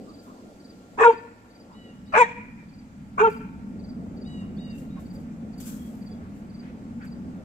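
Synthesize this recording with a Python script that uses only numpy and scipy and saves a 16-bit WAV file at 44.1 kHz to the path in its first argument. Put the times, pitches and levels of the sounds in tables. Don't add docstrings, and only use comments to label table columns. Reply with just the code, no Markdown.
import sys
import numpy as np
from scipy import signal
from scipy.fft import rfft, irfft, next_fast_len
from scipy.io import wavfile
from scipy.ndimage import uniform_filter1d, minimum_filter1d

SR = 44100
rng = np.random.default_rng(int(sys.argv[2]) if len(sys.argv) > 2 else 0)


def field_ratio(decibels):
    return 10 ** (np.asarray(decibels, dtype=float) / 20)


def waveform_to_disk(signal):
    frames = np.transpose(np.atleast_2d(signal))
    scaled = np.clip(frames, -1, 1) * 32767
    samples = np.round(scaled).astype(np.int16)
    wavfile.write(sys.argv[1], SR, samples)


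N = 328104

# freq_hz, likeness_0_1
PORT_LIKENESS = [(40, 0.8), (130, 1), (300, 0.88), (650, 0.69), (1400, 0.48), (3000, 0.07), (15000, 0.01)]
# freq_hz, left_lead_rad
PORT_LEAD = [(0, 0), (690, 0.5), (1380, 3.5), (2240, 5.5), (6800, 12), (15200, 24.5)]

# time_s, engine_db, air_path_brightness_db
AIRCRAFT = [(0.0, -55, 5), (0.62, -57.5, 2.5), (1.099, -51, -3), (1.429, -65, 7.5), (1.749, -48, -6),
            (2.2, -40, -19.5), (2.86, -43.5, -17), (3.361, -36.5, -23), (3.75, -35, -16.5),
            (3.978, -35, -14.5), (4.52, -35, -15), (4.889, -36.5, -17), (5.5, -36.5, -16.5),
            (6.498, -39, -13.5), (7.04, -37, -17), (7.44, -38, -13.5)]
# freq_hz, density_db_per_hz
RUMBLE_SPECTRUM = [(12, -49), (20, -20), (53, -9.5), (81, 0.5), (107, -7), (135, -18), (168, 0.5),
                   (201, 10), (266, -2), (317, -25), (384, -23), (420, -28.5), (550, -63.5), (920, -120)]
# freq_hz, density_db_per_hz
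ROAR_SPECTRUM = [(140, -36), (230, 3), (271, -3.5), (386, -12), (481, -11.5), (746, -17.5), (959, -32),
                 (1130, -24.5), (1500, -35), (1950, -68), (3300, -120)]
# freq_hz, density_db_per_hz
LEAVES_SPECTRUM = [(1650, -31.5), (2800, -5), (3500, -6), (4660, -4.5), (5620, -7), (7870, -5.5),
                   (9280, -15.5), (11000, -14), (15600, -20.5)]
# freq_hz, density_db_per_hz
ROAD_SPECTRUM = [(500, -35.5), (850, 0.5), (1030, -8.5), (1370, -5), (1480, -7), (2390, -11), (3600, -26.5),
                 (4680, -47), (7920, -120)]
# freq_hz, density_db_per_hz
BREEZE_SPECTRUM = [(22, -11.5), (60, -2), (105, -6.5), (135, -23)]
# freq_hz, level_db
FAN = [(107.7, -59.5), (1384, -67)]

# start_s, peak_db, length_s, centre_hz, width_hz
PUFFS = [(0.062, -54, 0.078, 1166, 140), (0.25, -53, 0.098, 1115, 180), (0.32, -59, 0.11, 980, 280),
         (1.681, -52.5, .1, 960, 430), (4.4, -57, 0.07, 1124, 300), (4.945, -54, 0.075, 1100, 1300),
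         (6.172, -56.5, .13, 1100, 1100), (6.599, -58, 0.14, 1900, 1700), (6.988, -50, 0.087, 1530, 470),
         (6.992, -57.5, .1, 2130, 1050), (1.092, -60, .045, 6700, 250), (5.74, -66, .2, 3280, 60),
         (6.03, -73, .19, 3400, 60), (4.712, -60, .11, 2740, 120), (1.722, -66, 0.022, 4900, 395),
         (2.056, -66, .02, 4900, 400), (.972, -33.5, 0.028, 350, 170), (1.125, -39, 0.032, 370, 200),
         (3.174, -36.5, .028, 420, 250), (4.05, -58, .03, 820, 500), (4.136, -57, .03, 800, 500),
         (2.202, -65, .025, 4940, 400), (4.7, -59, .025, 4600, 397), (4.562, -63, .025, 4500, 396)]
# time_s, level_db
CHIRPS = [(0.14, -47), (0.6475, -48.5), (1.1243, -48), (1.552, -50), (2.127, -53), (2.737, -52),
          (3.3195, -52), (3.842, -48), (4.216, -48.5), (4.652, -47.5), (5.104, -49.5), (5.581, -47.5),
          (6.0651, -48.5), (6.5448, -49), (7.0695, -49.5)]
# offset_s, level_db, start_hz
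STROKES = [
    (-.0465, -5.5, 4650),
    (0, -1, 4730),
    (0.05, -0.5, 4800),
]
# start_s, level_db, rise_s, fade_s
SKIDS = [(0.204, -70, 0.027, 0.2), (3.288, -63, .012, 0.21), (4.7, -69, 0.057, 0.23),
         (4.764, -63, 0.02, 0.13), (4.976, -67, 0.027, 0.17), (5.115, -67.5, .027, .12),
         (5.19, -71, .014, .08), (5.575, -63, .008, 0.052), (5.594, -51.5, .009, 0.16),
         (5.629, -49, 0.04, 0.23), (5.8, -65.5, .06, 0.4), (6.31, -73.5, 0.054, 0.17),
         (6.8, -87, 0.023, .12), (7.018, -67.5, .034, 0.063)]
# freq_hz, density_db_per_hz
GRASS_SPECTRUM = [(880, -13), (1500, -4.5), (1970, -15), (2500, -11), (2700, -13), (3160, -11), (4190, -13),
                  (4620, -12), (5510, -10), (8000, -2.5), (9450, -16.5), (10800, -7), (15600, -10)]

# time_s, pitch_hz, effort_db, jaw_0_1, chest_partial1_db, tongue_partial3_db
VOICES = [
    [(0.998, 448, -31, 0, -1, -1), (1.018, 457.2, -13.5, 0, 0, -1), (1.03, 430.8, -15.5, 0, 2.5, 2),
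     (1.038, 487, -16.5, 0.9, -1.5, 4.5), (1.054, 472.7, -8.5, 0.5, -1, 4.5),
     (1.068, 465, -7.5, 0.71, -1, 2.5), (1.082, 468.4, -9.5, 0.26, 0, 8), (1.094, 462, -9.5, 0.3, -0.5, -3),
     (1.106, 445, -14, 0.55, 0, -9), (1.135, 450, -49.5, 0.7, 0, 0)],
    [(2.152, 445, -27, .5, -12, -6), (2.176, 443.2, -13.5, 0.4, -3, -12), (2.188, 478, -14, 0.6, 5, 15),
     (2.198, 502.5, -15.5, 0.6, 9, 13), (2.208, 492, -10.5, 0.6, -6, -3), (2.225, 465.6, -8, 0.53, -7, -14),
     (2.236, 463.5, -23, 0.5, 2.5, -9), (2.26, 474.5, -44.5, 0.56, -1, 0)],
    [(3.196, 395, -38.5, .3, 0, 8.5), (3.21, 415.7, -17.5, 0, 0, 7), (3.222, 425.5, -13.5, 0.21, 0.5, 0),
     (3.236, 453.3, -14, 0.29, 0, 5), (3.25, 457.6, -12, 0.77, -0.5, 0.5),
     (3.266, 452.8, -16.5, 0.8, 1.5, 1), (3.28, 436, -16, .12, 0, -6), (3.288, 429, -17, 0.21, 0, 0),
     (3.305, 449, -41, 0, 0, 0)],
]
# time_s, breath_db, mouth_size_factor
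BREATHS = [
    [(0.972, -59, 0.8), (0.992, -34.5, 0.98), (1.01, -27, 0.932), (1.046, -18.5, 0.94),
     (1.064, -21.5, 0.92), (1.14, -35, 0.84)],
    [(2.12, -65, 1.1), (2.142, -31, 1), (2.164, -22.5, 1.01), (2.212, -18, 0.917), (2.224, -18.5, 0.9),
     (2.27, -31, 0.65)],
    [(3.172, -54, 0.64), (3.182, -39.5, 0.93), (3.204, -24.5, 0.96), (3.246, -30, 0.938),
     (3.274, -18, 0.834), (3.32, -59, 0.58)],
]
# centre_hz, width_hz, level_db
THROATS = [
    [(820, 620, -1.5), (1196, 300, 6.5), (1840, 240, 5), (2320, 120, -16), (2646, 220, -4.5),
     (3687, 950, -23)],
    [(620, 220, -4), (1164, 330, 6), (1686, 400, -2.5), (2338, 370, -4.5), (2780, 440, -19.5),
     (3430, 1200, -27.5)],
    [(682, 530, -9), (1170, 230, 5.5), (1530, 324, 4.5), (2534, 250, -4), (2884, 62, -16.5),
     (3270, 870, -19.5)],
]
# pan_db, hiss_pan_db, yard_db, port_lag_factor
STANCE = [
    (1.5, 1.5, -26.5, 0.74),
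    (2, 5, -23.5, 0.84),
    (-1, 9, -19.5, 1.15),
]
LOCK_TIMES = [1.045, 2.18, 3.228]
PARTIAL_LAGS = [(1, .45), (2, 1.2), (3, 1.9), (5, 5.6)]
# level_db, fade_db_per_s
FIFTH_PARTIAL = [(-20, 198), (-10.5, 2.5), (-39, 4)]
# loose_db, locked_db
LOW_THROAT = [(8.5, -5), (5.5, -12), (10, -14)]
MIDDLE_THROAT = [-10, -7, -3]
# hold_start_s, hold_end_s, level_db, rise_db, fall_db
HISS_HOLDS = [(1.008, 1.056, -49, 26, 20), (2.18, 2.22, -44, 29, 28), (3.2, 3.22, -52, 29, 23.5)]
# freq_hz, density_db_per_hz
HISS_SPECTRUM = [(2650, -43), (4500, -17.5), (5980, -1.5), (7990, -2.5), (8820, -17.5), (11000, -22.5),
                 (12200, -18.5), (15500, -29)]
# freq_hz, density_db_per_hz
SPRAY_SPECTRUM = [(8500, -12), (10500, -4), (13000, 0), (15600, -2.5)]
SPRAY_LEVELS = [-68.5, -70.5, -73.5]
# delay_s, left_db, right_db
WALLS = [(.024, -18.5, -18), (.043, -24.5, -34.5), (0.092, -29, -35), (.165, -34, -40)]
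# freq_hz, t60_s, colour_db
YARD = [(251, 0.4, -5.5), (504, 0.66, 1), (1005, 1, -8), (1500, 1, -3), (1950, .95, 7), (2390, 0.92, 6),
        (3590, 0.36, 14.5), (7110, 0.46, 8), (12000, 0.2595, 1.5)]

# start_s, length_s, partial3_top_hz, partial3_db, partial4_re_3_db
JAY = [
    (1.725, .22, 2965, -60.5, -15),
    (2.058, 0.18, 2970, -67, -6),
    (4.24, .22, 2945, -59.5, -8),
    (4.573, .2, 2884, -61.5, -5),
    (4.89, 0.16, 2880, -81, 5),
]
JAY_FACING = [-7, -6, 0, -3, 0]
# multiple, re_partial3_db, facing_share
JAY_PARTIALS = [(2, -5, 0), (5, -12, 1), (7, -17, 1), (8, -11, 1)]
# start_s, level_db, length_s, pitch_hz
KNOCK = (4.966, -47, .036, 1085)

LEAVES_DB, GUST_DB, GUST_ENDS_S = -68, 3.5, 1.28
ROAD_DB, ROAD_NEARS_DB = -59.5, -4.5
SKID_SWING_DB = 25
JAW_SHUT_HZ, JAW_SPAN_HZ, JAW_WIDTH_HZ, TILT_DB_PER_OCTAVE = 450, 975, 264, -8.5
EDGE_DB = -4.5
SHIMMER_DB, SHIMMER_HZ = 2, 12
JAY_SCOOP_RATIO, JAY_SCOOP_S, JAY_SAG_RATIO, JAY_SAG_POWER = .2, .011, .075, 2.4
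JAY_RISE_S, JAY_FALL_S, JAY_SWELL_DB = .05, .04, 3
DUCK_DB, DUCK_ABOVE_DB, RECOVER_S = 1.5, -24.5, 1.4


def evened(x):
    return x / np.sqrt(np.mean(x ** 2) + 1e-20)


def read(points, hz):
    f, value = np.transpose(points)
    return np.interp(np.log(hz + 1), np.log(f + 1), value)


def add(mix, start_s, sound):
    part = mix[..., round(start_s * SR):][..., :sound.shape[-1]]
    part += sound[..., :part.shape[-1]]


def columns(rows):
    s, *values = np.transpose(rows)
    t = np.arange(s[0], s[-1], 1 / SR)
    return [t] + [np.interp(t, s, v) for v in values]


def wander(n, hz):
    white = rng.standard_normal(n + 4000)
    drift = signal.lfilter([1], [1, -np.exp(-2 * np.pi * hz / SR)], white)
    return evened(drift[4000:])


def resonate(x, hz, width_hz):
    turn = np.exp(2j * np.pi * np.cumsum(hz * np.ones(x.shape[-1])) / SR)
    r = np.exp(-np.pi * width_hz / SR)
    poles = np.convolve([1, -r], [1, -r])
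    return 2 * (turn * signal.lfilter([(1 - r) ** 2], poles, x / turn)).real


def ports(left, other):
    size = next_fast_len(len(left) + 256)
    hz = np.fft.rfftfreq(size, 1 / SR)
    same = np.clip(read(PORT_LIKENESS, hz), 0, 24 / 25)
    lag = np.exp(-1j * np.interp(hz, *np.transpose(PORT_LEAD)))
    right = same * rfft(left, size) + np.sqrt(1 - same ** 2) * rfft(other, size)
    return np.array([left, irfft(lag * right, size)[:len(left)]])


def noise(spectrum, n, patchy_db=1.0):
    frames, hz = n // 256 + 7, np.fft.rfftfreq(1024, 1 / SR)
    a, b, patches = rng.standard_normal((frames, 513, 2, 3)).T
    patches = uniform_filter1d(patches[0], 10, 0)
    patches = evened(uniform_filter1d(patches, 12, 1))
    outside = (hz < spectrum[0][0]) | (hz > spectrum[-1][0])
    colour_db = np.where(outside, -90, read(spectrum, hz))
    z = (a + 1j * b) * field_ratio(colour_db[:, None] + patchy_db * patches)
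    pair = signal.istft(z, nperseg=1024, noverlap=768)[1]
    return evened(ports(*pair)[:, 300:n + 300])


def yard(x):
    taps = np.zeros((2, SR))
    at = np.arange(2400, SR - 20, 20) + rng.integers(0, 20, (2, (SR - 2401) // 20))
    np.put_along_axis(taps, at, rng.choice([-1., 1.], at.shape), 1)
    hz, t, z = signal.stft(taps, SR, nperseg=256)
    t60_s, colour_db = (read(np.array(YARD)[:, [0, c]], hz)[:, None] for c in (1, 2))
    pair = signal.istft(z * field_ratio(colour_db - 60 * t / t60_s), SR, nperseg=256)[1]
    tail = ports(*pair)
    return signal.fftconvolve(x, tail / np.linalg.norm(tail[0]), axes=1)


def aircraft():
    t = np.arange(N) / SR
    s, engine_db, bright_db = np.transpose(AIRCRAFT)
    engine, bright = field_ratio(np.interp(t, s, engine_db)), field_ratio(np.interp(t, s, bright_db))
    return engine * (0.93 * noise(RUMBLE_SPECTRUM, N, 0.79) + 2.02 * bright * noise(ROAR_SPECTRUM, N, 1.9))


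def surroundings():
    t = np.arange(N) / SR
    leaves_db = LEAVES_DB + GUST_DB / (1 + (t / GUST_ENDS_S) ** 4)
    road_db = ROAD_DB + ROAD_NEARS_DB * np.exp(-t / 2.2)
    mix = field_ratio(leaves_db) * noise(LEAVES_SPECTRUM, N, 1.4)
    mix += field_ratio(road_db) * noise(ROAD_SPECTRUM, N, 0.93)
    return mix + field_ratio(-61.5) * noise(BREEZE_SPECTRUM, N, 1.9)


def fan():
    t, hum = np.arange(N) / SR, np.zeros(N)
    for hz, db in FAN:
        level_db = db + 2.0 * wander(N, 2.7) - 0.74 * t
        hum += field_ratio(level_db) * np.cos(2 * np.pi * np.cumsum(hz + 4.0 * wander(N, 6)) / SR)
    return np.array([hum, np.roll(hum, 6)])


def pants():
    mix = np.zeros((2, N))
    for s, db, length_s, hz, width_hz in PUFFS:
        puff = resonate(rng.standard_normal((2, 9000)), hz, width_hz)[:, -round(length_s * SR):]
        add(mix, s, field_ratio(db) * evened(ports(*puff)) * signal.windows.tukey(puff.shape[1], .7))
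    return mix


def cricket():
    mix, u = np.zeros(N), np.linspace(0, 1, round(.026 * SR))
    sag = 1.012 - .03 * np.exp(-u / .12) - .1 * u ** 2.5
    for s, db in CHIRPS:
        for (later_s, stroke_db, hz), (a, b) in zip(STROKES, rng.standard_normal((3, 2))):
            tone = np.sin(2 * np.pi * np.cumsum((hz + 25 * a) * sag) / SR)
            level = field_ratio(db + stroke_db + .7 * b)
            add(mix, s + later_s - .006, level * tone * np.sin(np.pi * u) ** 0.74)
    mix = mix + field_ratio(-12.5) * np.roll(mix, 1150) + field_ratio(-16.0) * np.roll(mix, 2300)
    return ports(mix, np.roll(mix, 3)) * 0.64


def skids():
    mix = np.zeros((2, N))
    for s, db, rise_s, fade_s in SKIDS:
        t = np.arange(0, rise_s + fade_s, 1 / SR)
        swing_db = -SKID_SWING_DB * np.maximum(1 - t / rise_s, (t - rise_s) / fade_s)
        level = field_ratio(db + swing_db + 5.5 + 1.3 * wander(len(t), 240))
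        add(mix, s, level * noise(GRASS_SPECTRUM, len(t), 1.3) * field_ratio([[1.5], [-1.5]]))
    return mix


def clean_partials(k, t, hz, turn, jaw, chest_db, tongue_db, settled, lag_factor):
    n = np.arange(1, 4)[:, None]
    mouth_hz = JAW_SHUT_HZ + JAW_SPAN_HZ * jaw
    gains = field_ratio(TILT_DB_PER_OCTAVE * np.log2(n)) / (1 + ((n * hz - mouth_hz) / JAW_WIDTH_HZ) ** 2)
    gains = gains * field_ratio([chest_db, 0 * jaw, tongue_db])
    gains = list(gains / np.linalg.norm(gains, axis=0))
    fifth_db, fade_db_per_s = FIFTH_PARTIAL[k]
    gains.append(field_ratio(fifth_db - fade_db_per_s * (t - LOCK_TIMES[k])) * settled)
    right = np.array([[0], [1]])
    return sum(g * np.cos(m * turn + .6 * m * m - lag_factor * lag * right)
               for (m, lag), g in zip(PARTIAL_LAGS, gains))


def growl(k, t, breath_db, mouth, turn, settled):
    locked = .15 + .7 * settled
    pulses = sum((n - 3.5) ** .5 * np.cos(n * turn) * field_ratio(4.5 * wander(len(t), 20)) for n in (4, 6, 7, 8, 9))
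    pulses = 7 * evened(pulses) / 20
    puffs = rng.standard_normal((2, len(t))) * field_ratio(2.2 * wander(len(t), 150))
    drive = (1 - locked) * puffs + locked * pulses
    rung = [field_ratio(db) * resonate(drive, f * mouth, width) / np.sqrt(width) for f, width, db in THROATS[k]]
    low_db = np.interp(t, [t[0], LOCK_TIMES[k] + 0.018], LOW_THROAT[k])
    low = field_ratio(low_db) * (rung[0] - rung[1])
    middle = field_ratio(MIDDLE_THROAT[k] * settled) * rung[2]
    throat = low + middle - rung[3] + rung[4] - rung[5]
    return field_ratio(breath_db) * ports(*throat) / np.std(sum(rung[2:]))


def hiss(k, t, hz, turn, settled, pan_db):
    opens_s, shuts_s, level_db, rise_db, fall_db = HISS_HOLDS[k]
    times_s = [t[0], opens_s, shuts_s, shuts_s + .015, t[-1]]
    hiss_db = level_db - np.interp(t, times_s, [rise_db, 0, 0, 0.43 * fall_db, fall_db])
    hiss_db = hiss_db + 2 * wander(len(t), 50)
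    air_db = hiss_db + np.array([[.5], [-.5]]) * pan_db + 1.5
    air = field_ratio(air_db) * noise(HISS_SPECTRUM, len(t), 4.43)
    edge = sum(field_ratio(read(HISS_SPECTRUM, n * hz) + 4 * wander(len(t), 40)) * np.cos(n * turn + n * n)
               for n in range(10, 20))
    air = air + field_ratio(hiss_db + EDGE_DB) * settled * ports(edge, edge[::-1])
    spray = signal.windows.tukey(len(t), .7) * noise(SPRAY_SPECTRUM, len(t), 3.0)
    air = air + field_ratio(SPRAY_LEVELS[k]) * spray
    return air * (1 + .5 * np.cos(turn))


def bark(k, hiss_pan_db, lag_factor):
    t, breath_db, mouth = columns(BREATHS[k])
    s, *sung = np.transpose(VOICES[k])
    hz, effort_db, jaw, chest_db, tongue_db = (np.interp(t, s, v) for v in sung)
    turn = 2 * np.pi * np.cumsum(hz * (1 + .006 * wander(len(t), 60))) / SR
    fade = np.clip((t - s[0]) / 0.0025, 0, 1) * np.clip((s[-1] - t) / 0.0066, 0, 1)
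    settled = 1 / (1 + np.exp((LOCK_TIMES[k] - t) / .006))
    clean = clean_partials(k, t, hz, turn, jaw, chest_db, tongue_db, settled, lag_factor)
    rough = growl(k, t, breath_db, mouth, turn, settled) + hiss(k, t, hz, turn, settled, hiss_pan_db)
    return np.sqrt(2) * field_ratio(effort_db) * clean * fade + rough * signal.windows.tukey(len(t), .05)


def barks():
    mix, tail_n = np.zeros((2, N)), SR + 20000
    for k, (pan_db, hiss_pan_db, yard_db, lag_factor) in enumerate(STANCE):
        direct = bark(k, hiss_pan_db, lag_factor) * field_ratio([[pan_db / 2], [-pan_db / 2]])
        start_s = BREATHS[k][0][0]
        add(mix, start_s, direct)
        for delay_s, *wall_db in WALLS:
            shimmer = field_ratio(SHIMMER_DB * wander(direct.shape[1], SHIMMER_HZ))
            add(mix, start_s + delay_s, direct[::-1] * field_ratio(wall_db)[:, None] * shimmer)
        tail = np.pad(yard(direct[:1]), [(0, 0), (0, SR)])[:, :tail_n]
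        add(mix, start_s, field_ratio(yard_db + SHIMMER_DB * wander(tail_n, SHIMMER_HZ)) * tail)
    return mix


def jay():
    mix = np.zeros(N)
    for (s, length_s, top_hz, third_db, fourth_db), facing_db in zip(JAY, JAY_FACING):
        t = np.arange(0, length_s, 1 / SR)
        u = t / length_s
        hz = top_hz * (1 - JAY_SCOOP_RATIO * np.exp(-t / JAY_SCOOP_S) - JAY_SAG_RATIO * u ** JAY_SAG_POWER)
        turn = 2 * np.pi * np.cumsum(hz / 3 * (1 + .004 * wander(len(t), 80))) / SR
        swell_db = JAY_SWELL_DB * u + 20 * np.log10(np.clip(t / JAY_RISE_S, .03, 1))
        parts = [(3, swell_db), (4, fourth_db + 8.5 - 10 * u ** 2)]
        parts += [(n, swell_db + db + share * facing_db) for n, db, share in JAY_PARTIALS]
        call = sum(field_ratio(db) * np.cos(n * turn) * (1 + .22 * wander(len(t), 30)) for n, db in parts)
        fade = np.clip(np.minimum(t / 0.018, (length_s - t) / JAY_FALL_S), 0, 1)
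        add(mix, s, np.sqrt(2) * field_ratio(third_db) * call * fade)
    return np.array([mix, np.roll(mix, shift=15)]) + field_ratio(-17) * yard(mix[None])[:, :N]


def bowl_knock():
    mix = np.zeros((2, N))
    s, db, length_s, hz = KNOCK
    t = np.arange(0, length_s, 1 / SR)
    swell = np.sin(np.pi * (t / length_s) ** .8) ** 2
    add(mix, s, field_ratio(db) * np.sin(2 * np.pi * hz * t) * swell)
    return mix


def scene():
    steady = aircraft() + surroundings() + fan()
    return steady + pants() + cricket() + skids() + barks() + jay() + bowl_knock()


def band_limit(x):
    return signal.sosfilt(signal.butter(12, 15710, fs=SR, output="sos"), x)


def record(dry):
    power = uniform_filter1d((dry ** 2).mean(0), size=2000)
    loud = 1. * (power > field_ratio(DUCK_ABOVE_DB) ** 2)
    fall = np.arange(N) / (SR * RECOVER_S)
    ducked = np.maximum.accumulate(loud + fall) - fall - loud
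    dry = dry / field_ratio(DUCK_DB * uniform_filter1d(np.maximum(ducked, 0), size=4000))
    room = minimum_filter1d(np.minimum(1, .995 / (abs(dry).max(0) + 1e-9)), size=401)
    end_fade = np.minimum(np.arange(N, 0, -1) / 100, 1)
    return band_limit(dry * uniform_filter1d(room, size=201) * end_fade)


dry = scene()
out = record(dry)
waveform_to_disk(out)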